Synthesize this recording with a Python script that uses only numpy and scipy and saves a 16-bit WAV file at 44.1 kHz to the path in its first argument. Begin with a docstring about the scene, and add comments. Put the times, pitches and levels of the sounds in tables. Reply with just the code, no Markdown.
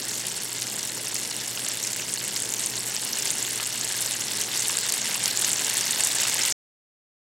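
"""In a kitchen, thick candy syrup boils hard in a steel saucepan on a gas stove, heard from just above the pan.
The froth is thousands of tiny ringing bursts in clumps; larger bubbles snap or plip out of it as single rings.
Filters give the bursts the colour of froth and pan; they grow louder and fuller as the microphone nears.
Filtered noise makes the rush of the burner, wavering sines the motor hum, a short noise tail the room."""
import sys
import numpy as np
from scipy import signal
from scipy.fft import rfft, irfft
from scipy.io import wavfile

SR = 44100
rng = np.random.default_rng(int(sys.argv[2]) if len(sys.argv) > 2 else 0)


def dump(signal):
    """Clip the signal to [-1, 1] and save it as 16-bit WAV at the path in sys.argv[1]."""
    limited = np.clip(np.atleast_2d(signal).T, -1, 1)
    pcm = np.round(limited * 32767).astype(np.int16)
    wavfile.write(sys.argv[1], SR, pcm)


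N = 319279
TIME = np.arange(N) / SR  # s
STOP_S = 6.524  # everything is silent from here on
EDGE_HZ = 16000  # upper band limit

# broad colour of the froth: (frequency [Hz], relative gain [dB])
FROTH_COLOUR = [(250, -14.5), (600, -9.5), (1250, -10.5), (1800, -7.5), (2400, -9), (4000, -5.5),
                (6000, -1.5), (8000, 6), (9500, -1.5), (12000, -4.5), (15500, -9.5)]
# air resonances between syrup and pan walls: (frequency [Hz], width [Hz], lift or cut [dB])
PAN_RESONANCES = [(895, 160, 4.5), (1656, 290, 3.5), (2064, 330, 3.5), (2880, 760, 6), (3680, 280, 3),
                  (4340, 420, 4.5), (5520, 420, 3.5), (6800, 450, 1), (8200, 690, -2)]
# colour of the steam escaping from the froth: (frequency [Hz], relative gain [dB])
STEAM_COLOUR = [(1000, -6.5), (4000, 16.5), (8000, 0), (11000, -9.5), (15500, 4)]
# brief changes of the froth's level, mostly rushes of crackle: (time [s], change [dB])
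FROTH_CHANGES = [(1.59, 0), (1.71, 3.5), (3.19, 2.5), (3.28, 3), (4.56, 2.5), (4.93, -1), (5.10, 2),
                 (5.28, 2.5), (5.48, 2.5), (5.999, 2), (6.21, 2.5)]
# single bursting bubbles at set times, loud snaps and some softer, lower plips:
# (time [s], level before colouring [dB], pitch [Hz], length [cycles])
SET_POPS = [(0.0834, -15, 9000, 1.8), (0.6211, -5, 6300, 1.15), (1.1444, -10, 9100, 1.6),
            (1.366, -11, 8400, 1.7), (1.8395, -11, 6900, 2.0), (1.933, -10, 7300, 2.8),
            (2.1392, -6, 8200, 2.4), (2.3633, -7.5, 4700, 0.98), (2.4218, -8.5, 8160, 3.0),
            (2.5387, -9, 6900, 2.1), (2.6613, -8, 8470, 3.7), (2.7784, -16, 4130, 3.1),
            (3.1322, -8, 5600, 2.85), (3.2238, -10, 5960, 2.7), (3.2727, -11, 5500, 1),
            (3.3052, -6, 7260, 2.2), (3.4269, -10, 7160, 2.6), (3.6722, -10, 8900, 1.6),
            (3.8919, -13, 7650, 2.2), (3.9235, -10, 7900, 1.3), (4.0615, -9.5, 7740, 2.7),
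            (4.3715, -10, 8600, 1.8), (4.4141, -11, 6100, 3.0), (4.5743, -9, 7800, 2.2),
            (4.6831, -6.5, 8400, 2.3), (4.6951, -8.5, 7200, 1.7), (4.771, -6.5, 7700, 3.4),
            (4.7878, -5.5, 8600, 1.3), (4.8671, -16.5, 3770, 2.6), (4.9229, -2.5, 7800, 1),
            (4.9399, -6, 8340, 2.0), (5.1434, -9, 7540, 2.4), (5.2393, -6.5, 8400, 2.2),
            (5.2582, -3, 6200, 1.4), (5.3129, -13.5, 4280, 3.1), (5.374, -7.5, 7400, 2.9),
            (5.4139, -5.5, 7800, 1.1), (5.4202, -5.5, 8520, 2), (5.5176, -9, 8100, 3.0),
            (5.5317, -7.5, 7290, 3.5), (5.6467, -9.5, 6990, 2.2), (5.6986, -5.5, 7660, 1.6),
            (5.7705, -5, 7400, 2), (5.9095, -4.5, 8000, 2.6), (6.0072, -4, 7500, 2.3),
            (6.0375, -4.5, 7820, 2.4), (6.0485, -4.5, 8800, 1.6), (6.0719, -3.5, 7600, 1.3),
            (6.3423, -5, 8100, 1.6), (6.4173, -8.5, 5420, 2.5), (6.4352, -6.5, 6700, 3.5)]
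# more pops at random times:
# (rate [1/s], lowest pitch [Hz], highest pitch [Hz], level above the fizz setting [dB], spread either way [dB])
RANDOM_POPS = [(15, 5600, 9800, 19.5, 1.7), (7, 2700, 5700, 14, 1.5)]
# colour of the gas flame: (frequency [Hz], relative gain [dB])
FLAME_COLOUR = [(20, -15.5), (42, -37), (62, -10), (85, -17), (105, -0.5), (150, 0), (250, 1), (410, 1),
                (560, -4), (800, -8.5), (1400, -18), (4000, -25)]
# motor hum: (frequency [Hz], rms level [dB], waver [share of level; also radians of phase])
HUM_TONES = [(59, -70, .3), (120.4, -54, .12), (207.7, -58.5, 0.87)]
# strength of the kitchen's reverberation: (frequency [Hz], gain against the direct sound [dB])
ROOM_COLOUR = [(60, -6.5), (125, -20), (400, -15), (1100, -17), (2200, -24.5), (4500, -11.5), (8000, -12.5),
               (13000, -34)]
# stereo width: (frequency [Hz], gain of the left-right difference [dB])
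STEREO_WIDTH = [(100, -5.5), (400, 1), (1200, 1), (1850, -15.5), (2800, -11.5), (3600, -5.5), (7000, -3.5),
                (9500, 2), (13000, -4)]

# froth settings at the start and their rise by STOP_S
CRACKLE_DB, CRACKLE_RISE_DB = -38, 7.5  # middle-sized bubbles
FIZZ_DB, FIZZ_RISE_DB = -33, 5.0  # the smallest bubbles
NEARING_POWER = 2.01  # above 1: slow at first, quicker towards the end
CHANGE_S, CHANGE_FIZZ_SHARE = .03, 0.47  # time to fall to 1/e of the change; share of it in the fizz
MAX_PLACE = .18  # how far off centre a bubble may sit, of 1


def amp(db):
    """Decibels to gain."""
    return 10 ** (np.asarray(db) / 20)


def unit(x):
    """Scales to an rms of one."""
    return x / np.sqrt(np.mean(x ** 2) + 1e-20)


def read(points, hz):
    """Joins (frequency [Hz], value) points on a log-frequency axis."""
    f, value = np.transpose(points)
    return np.interp(np.log(hz + 1), np.log(f + 1), value)


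def drift(rate_hz):
    """Smooth random wander of rms one, changing up to about rate_hz times a second."""
    hz = np.fft.rfftfreq(N, 1 / SR)
    spectrum = rfft(rng.standard_normal(N))
    return unit(irfft(spectrum / (1 + (hz / rate_hz) ** 2), N))


def colour(x, db_at, size=4096):
    """Minimum-phase filter with the gain db_at(Hz): clicks ring after the blow, never before."""
    hz = abs(np.fft.fftfreq(size, 1 / SR))
    log_gain = np.log(amp(db_at(hz)))
    taps = np.fft.ifft(np.exp(np.conj(signal.hilbert(log_gain)))).real
    return signal.oaconvolve(x, taps[None, :size // 2], axes=1)[:, :N]


def placed(mono, place):
    """Left and right of a sound at place -1 (right) to 1 (left)."""
    return np.array([mono * (1 + place), mono * (1 - place)])


def nearness(s):
    """How far the microphone has closed in on the pan: 0 at the start, 1 at STOP_S."""
    return np.clip(s / STOP_S, 0, 1) ** NEARING_POWER


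def pan_db(hz):
    """The froth's colour with the pan's air resonances on top."""
    lifts = [db / (1 + (2 * (hz - f) / width) ** 2) for f, width, db in PAN_RESONANCES]
    return read(FROTH_COLOUR, hz) + sum(lifts)


def burst(hz, cycles, order=3, size=768, echo_db=-8.5, echo_t60=0.017, apart=0.43):
    """A film tears: the cavity rings for a few cycles, then the sound scatters briefly between the pan walls."""
    t = TIME[:size]
    age = t * hz / cycles  # the ring is strongest at age 1
    envelope = (age * np.exp(1 - age)) ** order
    ring = envelope * np.sin(2 * np.pi * (t * hz + rng.random()))
    # nearly alike left and right
    scatter = rng.standard_normal(size) + apart * rng.standard_normal((2, size))
    scatter = scatter * np.exp(-np.log(1000) * t / echo_t60)
    echo = signal.fftconvolve(ring[None], scatter, axes=1)[:, :size]
    return ring + amp(echo_db) * ring.std() * unit(echo)


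def swarm(clumps, low_hz, high_hz, per_s, cycles, spread_db, largest, count=36):
    """Many bubbles of random size, pitch and place, bursting more often inside a clump."""
    chance = per_s / count / SR * clumps / clumps.mean()  # per sample and pitch
    places = rng.uniform(-MAX_PLACE, MAX_PLACE, N)
    out = np.zeros((2, N))
    for hz in np.geomspace(low_hz, high_hz, count):
        length = cycles * 2 ** rng.uniform(-0.55, 0.35)
        ring = unit(burst(hz, length)) * np.sqrt(hz)
        draw = rng.random(N) / chance
        at = np.flatnonzero(draw < 1)
        size = amp(spread_db * np.minimum(-np.log(draw[at]), largest))  # many small, few large
        clicks = np.zeros((2, N))
        clicks[:, at] = placed(size, places[at])
        out += signal.oaconvolve(clicks, ring, axes=1)[:, :N]
    return unit(colour(out, pan_db))


def froth():
    """Clumped bursts form crackle, rounder plips, fizz and thin ticks; escaping steam adds a faint hiss."""
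    clumps = amp(2.3 * drift(220) + 1.1 * drift(35))
    crackle = swarm(clumps, low_hz=324.0, high_hz=4940, per_s=4300, cycles=0.92, spread_db=3.0, largest=4.2)
    plips = swarm(clumps, low_hz=1500, high_hz=6500, per_s=340, cycles=4, spread_db=5.6, largest=3.0)
    fizz = swarm(clumps, low_hz=5000, high_hz=10200, per_s=1250, cycles=2.4, spread_db=5.9, largest=3.0)
    ticks = swarm(clumps, low_hz=9500, high_hz=15500, per_s=1100, cycles=2.0, spread_db=5.6, largest=4)
    hiss = rng.standard_normal((1, N))
    steam = amp(-18) * unit(colour(hiss, lambda hz: read(STEAM_COLOUR, hz)))

    change_db = sum(db * np.exp(-((TIME - s) / CHANGE_S) ** 2) for s, db in FROTH_CHANGES)
    crackle_db = CRACKLE_DB + CRACKLE_RISE_DB * nearness(TIME) + change_db
    fizz_db = FIZZ_DB + FIZZ_RISE_DB * nearness(TIME) + CHANGE_FIZZ_SHARE * change_db
    fizz_db = fizz_db + 0.32 * drift(5)
    middle = amp(crackle_db) * (amp(0.5) * crackle + amp(-5.0) * plips)
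    small = amp(fizz_db) * (amp(-1.7) * fizz + amp(-8.0) * ticks + steam)
    return middle + small


def random_pops():
    """Random bubbles in rows like those of SET_POPS; their level rises with the fizz as the microphone nears."""
    rows = []
    for per_s, low_hz, high_hz, above_db, spread_db in RANDOM_POPS:
        for when, size, pitch, length in rng.random((round(per_s * STOP_S), 4)):
            s = when * STOP_S
            fizz_db = FIZZ_DB + FIZZ_RISE_DB * nearness(s)
            db = fizz_db + above_db + spread_db * (2 * size - 1)
            rows.append((s, db, low_hz * (high_hz / low_hz) ** pitch, 1 + 2 * length))
    return rows


def pops(count=3):
    """Single ringing bubbles, each with a few softer neighbours tearing within milliseconds of it."""
    out = np.zeros((2, N))
    for s, db, hz, cycles in list(SET_POPS) + random_pops():
        lag_s, ratio = rng.uniform([-.001, .35], [.004, 1.35], (count, 2)).T
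        neighbours = [(s + lag, db - 12, hz * r, 1.2) for lag, r in zip(lag_s, ratio)]
        place = rng.uniform(-MAX_PLACE, MAX_PLACE)
        for at, level_db, pitch_hz, length in [(s, db, hz, cycles)] + neighbours:
            ring = amp(level_db) * burst(pitch_hz, length) * placed(0.86, place)[:, None]
            start = max(round((at - length / pitch_hz) * SR), 0)  # the ring peaks at its time
            out[:, start:][:, :ring.shape[1]] += ring
    # a brighter top for a sharp snap: (frequency [Hz], gain [dB])
    snap = [(400, -3.5), (1200, 2.5), (3000, -2.0), (9000, 1.0), (12000, 6.5), (15500, 9.5)]
    return colour(out, lambda hz: read(snap, hz))


def burner():
    """The low rush of the gas flame: coloured noise whose level flutters."""
    noise = rng.standard_normal((1, N))
    rush = unit(colour(noise, lambda hz: read(FLAME_COLOUR, hz)))
    return amp(-45.0 + 0.9 * drift(5.6)) * rush


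def hum():
    """Steady motor tones that waver in level and phase."""
    out = np.zeros(N)
    for hz, db, waver in HUM_TONES:
        level = 1 + waver * drift(3.9)
        tone = np.sin(2 * np.pi * hz * TIME + waver * drift(1.7))
        out += amp(db) * unit(level * tone)
    return out


def kitchen(x, t60=.4, gap_s=0.011):
    """A short diffuse tail from hard kitchen surfaces, different on each side."""
    t = TIME[:SR // 2]
    tail = rng.standard_normal((2, len(t))) * np.exp(-np.log(1000) * t / t60) * (t > gap_s)
    wet = signal.oaconvolve(x, tail / np.linalg.norm(tail[0]), axes=1)[:, :N]
    return colour(wet, lambda hz: read(ROOM_COLOUR, hz))


def scene():
    """The pan sits close and central, with the kitchen faint around it."""
    near = froth() + pops() + burner() + hum()
    left, right = near + kitchen(near)
    mid = (left + right) / 2
    side = colour((left - right)[None] / 2, lambda hz: read(STEREO_WIDTH, hz))[0]
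    return np.array([mid + side, mid - side]) * amp([[-.15], [.1]])  # left, right balance in dB


def record(dry):
    """Cuts the sound dead at STOP_S, then limits the band to EDGE_HZ."""
    lowpass = signal.firwin(401, EDGE_HZ, window=("kaiser", 9), fs=SR)
    return signal.oaconvolve(dry * (TIME < STOP_S), lowpass[None], "same")


dry = scene()
out = record(dry)
dump(out)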